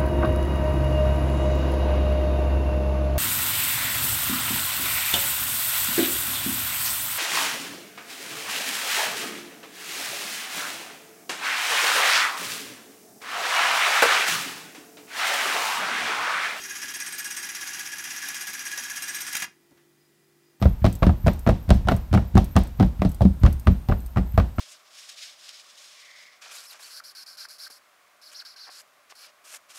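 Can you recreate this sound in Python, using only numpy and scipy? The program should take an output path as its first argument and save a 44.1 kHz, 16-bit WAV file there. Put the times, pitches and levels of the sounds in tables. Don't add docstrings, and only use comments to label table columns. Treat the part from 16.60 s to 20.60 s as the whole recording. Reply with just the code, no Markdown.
import sys
import numpy as np
from scipy import signal
from scipy.fft import rfft, irfft
from scipy.io import wavfile
from scipy.ndimage import uniform_filter1d

SR = 44100
rng = np.random.default_rng(int(sys.argv[2]) if len(sys.argv) > 2 else 0)


def transcribe(u):
    v = np.clip(np.atleast_2d(u).T, -1, 1)
    q = np.round(v * 32767).astype(np.int16)
    wavfile.write(sys.argv[1], SR, q)


N = 176400
PAD = 4410
M = N + PAD
TIME = (np.arange(M) - PAD) / SR
HZ = np.arange(M // 2 + 1) * SR / M + 1e-3

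# start in seconds, then strike, drag, door ring and low squeak levels in dB.
FRAMES = [(0.0329, -40, -39.5, -45, -56), (0.0925, -36, -40, -37, -57), (0.1505, -40, -40, -51, -55),
          (0.215, -40, -36.5, -33.5, -56), (0.278, -41.5, -39.5, -41, -59),
          (0.337, -37, -39.5, -41.5, -41.5), (0.4, -37, -36.5, -38, -40), (0.459, -40, -38.5, -41, -39),
          (0.52, -39, -42.5, -41.5, -37.5), (0.583, -34, -37.5, -36.5, -38),
          (0.641, -38, -39.5, -40, -37.5), (0.702, -35, -38, -42.5, -40), (0.763, -33, -37.5, -38, -36),
          (0.825, -38, -37.5, -46, -52), (0.886, -38, -37.5, -43, -64.5), (0.946, -39, -37, -42, -58),
          (1.008, -39, -39, -40, -63), (1.07, -37.5, -38.5, -40, -57), (1.1297, -39, -39, -38, -63),
          (1.19, -34, -40, -40, -61), (1.2532, -37, -40.5, -49, -55), (1.315, -43, -38, -37.5, -61),
          (1.3805, -37.5, -39, -39, -60), (1.437, -36, -38, -59, -55), (1.499, -39, -36, -50, -55),
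          (1.559, -36.5, -39.5, -41, -58), (1.6195, -42, -39.5, -34.5, -53),
          (1.6836, -37, -40.5, -38.5, -59), (1.745, -37, -38.5, -41, -43), (1.805, -37, -39, -41, -41.5),
          (1.867, -37.5, -38, -35.5, -43), (1.9298, -38, -38, -42, -49), (1.9897, -39, -40, -38, -54),
          (2.05, -36.5, -40.5, -38, -40.5), (2.1128, -37.5, -39, -37.5, -57),
          (2.172, -34.5, -37, -36.5, -53), (2.232, -39, -39, -38, -58), (2.296, -36.5, -39, -35, -51),
          (2.358, -33.5, -39, -40.5, -44), (2.419, -36, -38.5, -43, -38), (2.4808, -36, -37.5, -38, -37.5),
          (2.545, -39, -38.5, -51, -37), (2.6033, -34.5, -37.5, -54, -41), (2.663, -37.5, -39.5, -48, -40),
          (2.726, -32.5, -40, -34.5, -40)]
# start in seconds, level in dB.
SNAPS = [(0.4015, -28), (0.581, -28.5), (1.687, -25), (1.7449, -26), (2.176, -30.5), (2.4825, -32),
         (2.5456, -28.5), (2.6047, -28.5), (2.7275, -32)]
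HIGH_SQUEAKS = [(.581, -37), (.644, -54), (1.806, -47), (1.867, -41), (1.931, -47), (2.42, -42),
                (2.544, -39), (2.605, -38)]
# pitch in Hz, width in Hz, relative level in dB.
BODY_MODES = [(773, 61, -2), (1585, 98, -1.5), (1698.4, 33, 0), (2002, 56, 0), (2456, 117, -9.5),
              (2794, 24, 3), (3227, 115, -8), (4026, 84, -0.5), (4793, 87, -5), (5120, 220, 1.5),
              (5617, 134, -2), (5856, 88, 5.5), (6555, 108, -0.5), (7180, 54, 2), (9887, 104, -5.5),
              (11080, 183, -1.5)]
DOOR_MODES = [(1676, 29.7, 9), (1598, 76, -8)]
# frequency in Hz, relative gain in dB.
STRIKE_EQ = [(400, -25), (2000, -7.5), (4000, -5.5), (6000, -7), (9000, -14.5), (11000, 3), (13000, -10),
             (15500, -13)]
RETURN_EQ = [(3000, -5.5), (6000, -30), (9000, -3.5), (11000, 10), (14000, -12)]
DRAG_EQ = [(500, -38), (1000, -12), (2000, 2.5), (4000, -12), (6000, 0), (8000, -7.5), (11000, -9),
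           (13000, -18), (15500, -30)]
GEARS_EQ = [(60, -36), (150, -12), (300, -6.5), (540, -21), (1000, -8), (1700, 3.5), (3500, -5.5),
            (6000, -5.5), (9000, -7.5), (13000, -9), (15500, -17)]
CATCH_EQ = [(60, -20), (200, -5), (500, -11), (1000, -2.5), (2000, 5.5), (4000, -4), (7000, -4),
            (11000, -2), (15500, -11)]
AIR_EQ = [(30, -30), (60, -22), (145, -9.5), (239, -5), (345, -7), (600, -15), (1630, -16), (1960, -13),
          (2250, -18.5), (9220, -21.5), (16000, -23)]
# start in seconds, level in dB, decay in seconds, tilt in dB per octave.
CATCHES = [(2.7509, -23, 0.0052, 0.5), (2.766, -24, .004, 1.5), (2.772, -30.5, 0.0076, 3.5),
           (2.797, -38, 0.023, 2), (2.821, -25.5, 0.011, -1), (2.843, -38.5, 0.0063, -4),
           (2.879, -53, 0.0051, -8)]
# start in seconds, level in dB, decay in seconds, centre in Hz, width in Hz.
TOUCHES = [(2.176, -48.5, 0.013, 647, 600), (3.1089, -63, 0.0018, 4000, 6000),
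           (3.113, -57.5, 0.034, 190, 300), (3.171, -62, 0.031, 1480, 1800)]
# harmonic number, level in dB.
HUM_HARMONICS = [(3, -74), (4, -87.5), (6, -79.5), (7, -68), (8, -74), (40, -81), (49, -84)]
# start in seconds, level in dB.
WHINE_SWELLS = [(3.4, -81), (3.84, -77)]


def claw_strike(starts, dbs):
    grit = rattle(5) * amp(0.96 * walk(420))
    envelope = strokes(starts, dbs, attack=0.004, hold=0.0015, decay=0.0084)
    return ring(grit * envelope, body(STRIKE_EQ), band=(4500, 22000))


def claw_snaps():
    envelope = strokes(*np.transpose(SNAPS), attack=0.0002, hold=0.001, decay=0.00069)
    return ring(rattle(2.4) * envelope, body(STRIKE_EQ))


def claw_return(starts):
    dbs = rng.normal(-45, 2, len(starts))
    envelope = strokes(starts, dbs, delay=0.021, attack=0.0065, hold=0.0038, decay=0.0075)
    return ring(rattle(2.9) * envelope, body(RETURN_EQ))


def film_drag(starts, dbs):
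    friction = rattle(1.4) * amp(1.64 * walk(340))
    envelope = strokes(starts, dbs, attack=0.004, hold=0.02, decay=0.0023)
    return ring(friction * envelope, body(DRAG_EQ), band=(4400, 7800))


def door_ring(starts, dbs):
    envelope = strokes(starts, dbs, delay=0.0035, attack=0.015, hold=0.01, decay=0.012)
    return sing(rattle(1.7), DOOR_MODES) * envelope


def gate_squeaks(starts, dbs):
    low = strokes(starts, dbs, delay=0.0057, attack=0.0028, hold=0.0089, decay=0.019)
    high = strokes(*np.transpose(HIGH_SQUEAKS), delay=0.002, attack=0.0022, hold=0.0098, decay=0.0067)
    return sing(rattle(1.7), [(8490, 66, 0)]) * low + sing(rattle(2.6), [(13000, 89, 0)]) * high


def gears(stop_s=2.848, decay_s=0.0041):
    teeth = rattle(2.45) * amp(-39.5 + 0.82 * walk(6.4) + 1.33 * walk(140))
    running = np.exp(-np.maximum(TIME - stop_s, 0) / decay_s)
    return ring(teeth * running, body(GEARS_EQ))


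def catch():
    octaves = np.log2(np.clip(HZ, 300, 16000) / 3000)
    out = np.zeros(M)
    for start, db, decay, tilt in CATCHES:
        blow = rattle(2) * strokes([start], [db], attack=0.0006, hold=0.002, decay=decay)
        out += ring(blow, body(CATCH_EQ) * amp(tilt * octaves))
    return out


def fingers():
    out = np.zeros(M)
    for start, db, decay, hz, width in TOUCHES:
        touch = rattle(1.6) * strokes([start], [db], attack=0.0008, hold=0.001, decay=decay)
        low_cut = np.minimum(HZ / hz, 1)
        out += ring(touch, modes([(hz, width, 0)]) * low_cut)
    return out


def rumble(fade_s=0.85):
    noise = rattle(0) * amp(-59) * np.exp(-TIME / fade_s)
    return ring(noise, modes([(231, 41, -6), (396, 23, -2)]))


def appliance(hum_hz=49.26):
    phase = 2 * np.pi * np.cumsum(hum_hz * (1 + 0.00056 * walk(1.7))) / SR
    hum = sum(np.sqrt(2) * amp(db + 1.3 * walk(5)) * np.sin(k * phase + rng.uniform(0, 7))
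              for k, db in HUM_HARMONICS)
    whine = ring(rattle(0), modes([(4980, 55, 0)]))
    swells = strokes(*np.transpose(WHINE_SWELLS), attack=0.0066, hold=0.035, decay=0.03)
    return hum + whine * (amp(-83 + 2.7 * walk(8)) + swells)


def room(near, t60_s=0.21, build_s=0.0028, dull_hz=4720):
    t = np.arange(SR // 2) / SR
    tail = rng.standard_normal(len(t)) * np.exp(-np.log(1000) * t / t60_s) * np.minimum(t / build_s, 1)
    tail = signal.sosfilt(signal.butter(1, dull_hz, fs=SR, output="sos"), tail)
    return amp(-15) * signal.fftconvolve(near, tail / np.linalg.norm(tail))[:M]


def air():
    return amp(-65.5) * ring(rng.standard_normal(M), colour(AIR_EQ))


def amp(db):
    return 10 ** (np.asarray(db, float) / 20)


def colour(eq):
    hz, db = np.transpose(eq)
    return amp(np.interp(np.log(HZ), np.log(hz), db))


def modes(table):
    return sum((-1) ** k * amp(db) / (1 + 2j * (HZ - hz) / width)
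               for k, (hz, width, db) in enumerate(table))


def body(eq, fill_db=-7.5):
    return (amp(fill_db) + modes(BODY_MODES)) * colour(eq)


def ring(x, response, band=(20, 20000)):
    inside = (HZ > band[0]) & (HZ < band[1])
    power = np.sum(abs(response[inside]) ** 2) / len(HZ)
    return irfft(rfft(x) * response, M) / np.sqrt(power)


def sing(chatter, table):
    tone = ring(chatter, modes(table))
    return tone / np.sqrt(uniform_filter1d(tone ** 2, size=300) + 0.074)


def rattle(spread_db):
    x = rng.standard_normal(M) * amp(spread_db * np.minimum(rng.exponential(1, M), 5))
    return x / x.std()


def walk(rate_hz):
    span = int(SR / rate_hz)
    x = uniform_filter1d(uniform_filter1d(rng.standard_normal(M), span), span)
    return x / x.std()


def strokes(starts, dbs, attack, hold, decay, delay=0):
    t, out = np.arange(PAD) / SR, np.zeros(M + PAD)
    shape = np.minimum(t / attack, 1) * np.exp(-np.maximum(t - attack - hold, 0) / decay)
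    for start, db in zip(starts, dbs):
        i = PAD + int((start + delay) * SR)
        out[i:i + PAD] += amp(db) * shape
    return out[:M]


def scene():
    lead_in = np.subtract(FRAMES[0], [0.067, 0, 0, 0, 0])
    starts, strike_db, drag_db, door_db, squeak_db = np.vstack([lead_in, FRAMES]).T
    near = gears() + claw_strike(starts, strike_db) + film_drag(starts, drag_db) + claw_return(starts)
    near += door_ring(starts, door_db) + gate_squeaks(starts, squeak_db)
    near += claw_snaps() + rumble() + catch() + fingers()
    return (near + room(near) + appliance() + air())[None, PAD:]


def record(dry):
    return signal.sosfilt(signal.ellip(10, 0.2, 70, 15750, fs=SR, output="sos"), dry)


dry = scene()
out = record(dry)
transcribe(out)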